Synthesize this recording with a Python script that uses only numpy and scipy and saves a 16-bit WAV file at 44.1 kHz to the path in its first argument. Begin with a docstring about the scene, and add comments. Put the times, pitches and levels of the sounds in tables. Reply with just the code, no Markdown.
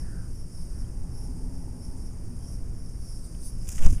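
"""Air rumbles on a hand-held microphone, insects buzz in short waves and something calls faintly.
Far traffic swells and fades around 1.5 s. After 3 s a small snake, coiled in dry leaves, forces out
two short hisses of breath, the louder one as it strikes, then slithers with two soft rustles.
The microphone is jerked away: leaves and grass brush past it, the hand knocks its housing and the
rush of air thumps on its opening. The snake hisses once more at the very end."""
import sys
import numpy as np
from scipy import signal
from scipy.fft import rfft, irfft
from scipy.io import wavfile
from scipy.ndimage import map_coordinates

SR = 44100
rng = np.random.default_rng(int(sys.argv[2]) if len(sys.argv) > 2 else 0)


def persist_wave(psi):
    """Save psi, clipped to +-1, as 16-bit WAV."""
    counts = np.round(np.clip(psi, -1, 1) * 32767).astype(np.int16)
    wavfile.write(sys.argv[1], SR, np.atleast_2d(counts).T)


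N = 176400
T = np.arange(N) / SR

# A "colour" says how strong the low and high parts of a sound are, compared with each other.
# colour of moving air and distant traffic: pitch_hz, strength_db
RUMBLE_COLOUR = [(15, 1), (34, -0.5), (44, -4), (60, -5), (76, -9.5), (100, -13.5), (120, -8.5),
                 (143, -20.5), (175, -13), (210, -28), (242, -18.5), (280, -29), (320, -25.5), (420, -33.5),
                 (650, -40), (1300, -47.5), (2400, -55), (3800, -64), (6000, -102)]
# loudness of that rumble: time_s, level_db
RUMBLE_LEVEL = [(0, -29.5), (.4, -32.5), (.8, -31.5), (1.1, -31), (1.6, -32), (2.5, -31), (3.2, -32.5),
                (3.7, -32), (4.0, -33)]
# colour of a far vehicle's roar: pitch_hz, strength_db
ROAR_COLOUR = [(120, -19), (200, -10.5), (240, 12), (285, 3.5), (320, -3.5), (420, -2), (650, -14),
               (880, -7), (1200, -32), (3000, -72)]
# hum of its engine: pitch_hz, level_db
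ENGINE_TONES = [(177.6, -53.5), (258.4, -52.5)]
# colour of the steady high hiss: pitch_hz, strength_db
HISS_COLOUR = [(3000, -37), (4000, -10.5), (4700, 3.5), (5400, 7), (6200, -3.5), (7400, -13.5), (8200, 1),
               (9100, 7.5), (10000, 3.5), (11000, -7.5), (12500, -9.5), (15000, -20.5)]
# small distant ticks and chirps: centre_s, length_s, pitch_hz, width_hz, level_db
TICKS = [(.8, 0.17, 1478, 330, -66.5), (0.847, 0.011, 3170, 110, -68.5), (2.45, .09, 3165, 110, -76),
         (3.35, 0.007, 2900, 548.6, -61.5)]
# waves of high buzz (insects, then two soft slithering rustles after the strike):
# centre_s, length_s, level_db, pitch_ratio
BUZZ_WAVES = [(0, 0.058, -52.5, 0.98), (0.383, .11, -57, 1.015), (0.586, 0.12, -56.5, 0.98),
              (0.786, 0.069, -56.5, 1.01), (1.197, 0.12, -53, .995), (1.59, 0.12, -60, 1),
              (1.852, 0.12, -57, 1), (2.054, 0.09, -58.5, 1), (2.495, 0.14, -55, 1.02),
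              (2.84, 0.2, -59.5, 1.0), (3.06, 0.095, -55, 1.0), (3.145, .07, -57, .97),
              (3.52, 0.071, -56.5, 1.01), (3.62, 0.065, -57.5, 0.96)]
# colour of the buzz: pitch_hz, strength_db
BUZZ_COLOUR = [(4000, -30), (4950, -14), (5250, -1), (5550, 0), (5850, -10), (6400, -18), (8000, -22),
               (9300, -13), (10000, -7), (10700, -6), (11300, -15), (12500, -24), (15000, -32)]
# sharp rings within the buzz: pitch_hz, width_hz, level_against_buzz_db
BUZZ_RINGS = [(5450, 130, -8), (10450, 170, -9)]
# sliding through the grass: time_s, swish_db, crunch_db
GRASS_SLIDE = [(3.0, -65, -97), (3.58, -63, -78), (3.67, -53.5, -65), (3.72, -47, -65), (3.81, -51, -59),
               (3.85, -46.5, -51.5), (3.9, -49, -60), (3.96, -52, -63), (4.0, -73, -59)]
# single leaves brushing by: peak_s, rise_s, fall_s, swish_db, swish_pitch_ratio, crunch_db
LEAF_BRUSHES = [(3.674, .0015, .002, -52, .9, -54), (3.685, .001, .003, -45, 1.4, -60),
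                (3.691, .002, .0035, -36.5, 1.02, -48.5), (3.717, .0008, .001, -46, 1.45, -66),
                (3.728, .005, .003, -41, .98, -58), (3.736, .001, .002, -48, .95, -56),
                (3.758, .006, .005, -41.5, 1.0, -58), (3.782, .0015, .002, -50, .9, -43.5),
                (3.7875, .0007, .0012, -40.5, 1.0, -54), (3.792, .002, .003, -45, 1.0, -46.5),
                (3.825, .002, .003, -47, .92, -47), (3.836, .003, .003, -45, 1.1, -52),
                (3.849, .004, .003, -40, .9, -47), (3.864, .003, .003, -35.5, .9, -42),
                (3.889, .001, .002, -45, .85, -53), (3.903, .003, .007, -45, .86, -54),
                (3.9265, .0007, .001, -41, 1.05, -64)]
# colour of the bright swish of leaves and grass: pitch_hz, strength_db
SWISH_COLOUR = [(3000, -25), (4600, -9.5), (5700, 2), (6800, 5.5), (7800, 0.5), (9500, -1), (11000, -3.5),
                (13000, -17.5), (15000, -10)]
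# colour of their duller crunch: pitch_hz, strength_db
CRUNCH_COLOUR = [(200, -24), (450, -14), (800, -14), (1300, -5.5), (1900, -5), (2800, -4), (3500, -10),
                 (5000, -30)]
# the hand scuffing the housing: time_s, level_db
SCUFF_LEVEL = [(3.76, -79), (3.8, -51), (3.845, -47), (3.865, -42), (3.885, -48), (3.93, -79)]
# colour of the scuff: pitch_hz, strength_db
SCUFF_COLOUR = [(150, -12), (400, 2), (750, -2.5), (1200, -7), (2200, -28)]
# dull knocks of the hand on the housing: start_s, pitch_hz, decay_s, level_db
KNOCKS = [(3.84, 64, .04, -15.5), (3.86, 170, .014, -22), (3.92, 88, .016, -18), (3.927, 255, .007, -28)]
# shoves of air on the microphone: peak_s, rise_s, fall_s, signed_pressure (1 is full scale)
AIR_SHOVES = [(3.82, .025, .02, .4), (3.862, .009, .019, -.88), (3.902, .007, .012, .38),
              (3.93, .002, .002, .1), (3.966, .005, .012, .14)]
# swirling air stirred up by the jerk: time_s, level_db
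GUST_LEVEL = [(3.55, -56), (3.77, -42), (3.83, -32), (3.863, -25), (3.89, -29), (3.93, -28), (3.945, -34),
              (4.0, -37)]
# colour of that gust: pitch_hz, strength_db
GUST_COLOUR = [(20, 6.5), (60, -2), (110, 3), (220, -11.5), (330, -19), (500, -41), (900, -48), (3000, -58)]
# colour of a faint noise that spreads the sound left and right: pitch_hz, strength_db
SPREAD_COLOUR = [(20, 19), (100, -10), (300, -54), (1000, -34), (3000, -35), (6000, -106), (12000, -32),
                 (15000, -32)]
# the snake's hisses: peak_s, rise_s, fall_s, level_db, pitch_ratio
SNAKE_HISSES = [(3.252, .012, .02, -51.5, .92), (3.472, .038, .024, -43.8, 1.0),
                (3.945, .035, .025, -51, 1.02)]
# colour of the snake's breath: pitch_hz, strength_db
SNAKE_COLOUR = [(3000, -38), (4000, -22), (4900, -8), (5400, -12), (6200, -11), (7100, -22), (8400, -12),
                (9100, -3), (9500, -8), (9850, 2), (10150, 0), (10500, -10), (11300, -21), (11700, -17),
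                (12800, -24), (13700, -14), (15000, -28)]


def gain(db):
    """Turn decibels into a number to multiply by."""
    return 10 ** (np.asarray(db) / 20)


def unit(x):
    """Scale to an average size (rms) of 1."""
    return x / np.sqrt(np.mean(x ** 2))


def noise():
    """White noise."""
    return rng.standard_normal(N)


def colour(x, points, pitch=1):
    """Give a sound a colour, shifted by a pitch ratio, and an average size of 1."""
    hz, db = np.array(points).T
    bins_hz = np.maximum(np.arange(N // 2 + 1) * SR / N, 1)
    shape_db = np.interp(np.log(bins_hz), np.log(hz * pitch), db)
    return unit(irfft(rfft(x) * gain(shape_db), N))


def curve(rows, column=1):
    """Gain over time, following a column of decibels."""
    rows = np.array(rows)
    return gain(np.interp(T, rows[:, 0], rows[:, column]))


def drift(rate_hz):
    """A smooth random wobble with an average size of 1."""
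    bins_hz = np.arange(N // 2 + 1) * SR / N
    return unit(irfft(rfft(noise()) * np.exp(-(bins_hz / rate_hz) ** 2), N))


def swell(at, rise, fall):
    """A bell-shaped fade in and out."""
    return np.exp(-.5 * ((T - at) / np.where(T < at, rise, fall)) ** 2)


def wave(at, length):
    """A rounded fade in and out that holds briefly at its top."""
    return np.exp(-np.abs(2 * (T - at) / length) ** 3 / 2)


def rasp(hz, width_hz):
    """Narrow noise around a pitch that may move."""
    phase = 2 * np.pi * np.cumsum(hz * np.ones(N)) / SR
    return drift(2 * width_hz) * np.cos(phase) + drift(2 * width_hz) * np.sin(phase)


def bend(x, speed):
    """Bend a sound's pitch by playing it at a changing speed."""
    return map_coordinates(x, [np.cumsum(speed)], mode="wrap")


def crackle(snaps_per_s=6000):
    """Many tiny snaps of uneven size over smooth rubbing noise."""
    snaps = (rng.random(N) < snaps_per_s / SR) * noise() * np.exp(.4 * noise())
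    return unit(snaps) + .7 * noise()


def rumble():
    """Moving air and distant traffic make a low rumble."""
    return colour(noise(), RUMBLE_COLOUR) * curve(RUMBLE_LEVEL)


def far_vehicle(roar_db=-50.5, pitch_wander=.00973):
    """A wavering engine hum and a broad roar swell and fade as a vehicle passes."""
    engine = 0
    for hz, db in ENGINE_TONES:
        phase = 2 * np.pi * np.cumsum(hz * (1 + pitch_wander * drift(10.7))) / SR
        engine += gain(db) * unit(np.sin(phase) * (1 + .36 * drift(4.1)))
    roar = gain(roar_db) * colour(noise(), ROAR_COLOUR)
    return (engine + roar) * swell(at=1.48, rise=.4, fall=.6)


def high_hiss(level_db=-57.5, drift_db=1.63):
    """A quiet, steady hiss whose level drifts a little."""
    return colour(noise(), HISS_COLOUR) * gain(level_db + drift_db * drift(3.3))


def far_call(start_hz=1900, end_hz=1426, sag_s=.12, level_db=-59.5):
    """A hoarse call, probably a far bird, that sags in pitch and levels off."""
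    hz = end_hz + (start_hz - end_hz) * np.exp(-T / sag_s)
    return rasp(hz, width_hz=130) * gain(level_db) * wave(at=.14, length=.21)


def ticks():
    """Faint small noises from the undergrowth."""
    return sum(gain(db) * wave(at, length) * rasp(hz, width) for at, length, hz, width, db in TICKS)


def insects_and_slither(throb_hz=357, throb_depth=.15, flutter_db=1.6):
    """Fluttering waves of throbbing, ringing hiss: insects, then two soft rustles of the snake."""
    throb_phase = 2 * np.pi * np.cumsum(throb_hz * (1 + .025 * drift(6.6))) / SR
    throb = 1 + throb_depth * np.sin(throb_phase)
    centres, _, _, pitches = np.array(BUZZ_WAVES).T
    pitch = np.interp(T, centres, pitches) * (1 + .006 * drift(12))
    waves = sum(gain(db) * wave(at, length) for at, length, db, _ in BUZZ_WAVES)
    rings = sum(gain(db) * rasp(hz * pitch, width) for hz, width, db in BUZZ_RINGS)
    buzz = bend(colour(noise() * throb, BUZZ_COLOUR), pitch)
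    return unit(buzz + rings) * waves * gain(flutter_db * drift(35))


def leaves(catch_db=2.2):
    """Grass slides by, catching and slipping; each leaf adds its own swish and a duller crunch."""
    catch = unit(gain(catch_db * drift(80)))
    grass_swish = curve(GRASS_SLIDE, column=1) * colour(crackle(), SWISH_COLOUR)
    grass_crunch = curve(GRASS_SLIDE, column=2) * colour(crackle(), CRUNCH_COLOUR)
    out = catch * (grass_swish + grass_crunch)
    rubbing, crunch = crackle(), colour(crackle(), CRUNCH_COLOUR)
    for at, rise, fall, swish_db, pitch, crunch_db in LEAF_BRUSHES:
        swish = colour(rubbing, SWISH_COLOUR, pitch)
        out += swell(at, rise, fall) * (gain(swish_db) * swish + gain(crunch_db) * crunch)
    return out


def hand_on_housing(attack_s=.002):
    """The hand scuffs the housing and knocks it into a short low boom."""
    out = curve(SCUFF_LEVEL) * colour(crackle(), SCUFF_COLOUR)
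    for at, hz, decay, db in KNOCKS:
        age = np.maximum(T - at, 0)
        fade = (1 - np.exp(-age / attack_s)) * np.exp(-age / decay)
        out -= gain(db) * np.sin(2 * np.pi * hz * age) * fade
    return out


def air_thumps(roundness=1.4):
    """The sudden move shoves air against the microphone's opening and sets it swirling."""
    shoves = 0
    for at, rise, fall, pressure in AIR_SHOVES:
        from_peak = np.abs(T - at) / np.where(T < at, rise, fall)
        shoves += pressure * np.exp(-from_peak ** roundness)
    return shoves + curve(GUST_LEVEL) * colour(noise(), GUST_COLOUR)


def snake(glide_per_s=.75):
    """Air is forced through a slit in the throat; the hiss rises in pitch as the mouth opens."""
    out = 0
    for at, rise, fall, db, pitch in SNAKE_HISSES:
        speed = pitch * (1 + glide_per_s * np.clip(T - at, -.1, 0))  # climbs until the peak
        breath = bend(colour(noise(), SNAKE_COLOUR), speed)
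        out += gain(db) * swell(at, rise, fall) * breath
    return out


def scene(spread_db=-60.5, sway_db=-43):
    """Everything sits near the middle and sways very slightly between left and right."""
    middle = rumble() + far_vehicle() + high_hiss() + insects_and_slither() + far_call() + ticks()
    middle += snake() + leaves() + hand_on_housing() + air_thumps()
    spread = gain(spread_db) * colour(noise(), SPREAD_COLOUR)
    side = spread + gain(sway_db) * drift(7.4) * middle
    return np.array([middle + side, middle - side])


def record(dry, notch_hz=4246, notch_width_hz=700, top_hz=15300):
    """The microphone's opening takes out one narrow band, and the highest treble is cut."""
    b, a = signal.iirnotch(notch_hz, notch_hz / notch_width_hz, fs=SR)
    treble_cut = signal.ellip(10, .2, 70, top_hz, fs=SR, output="sos")
    return signal.sosfilt(treble_cut, signal.lfilter(b, a, dry))


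dry = scene()
out = record(dry)
persist_wave(out)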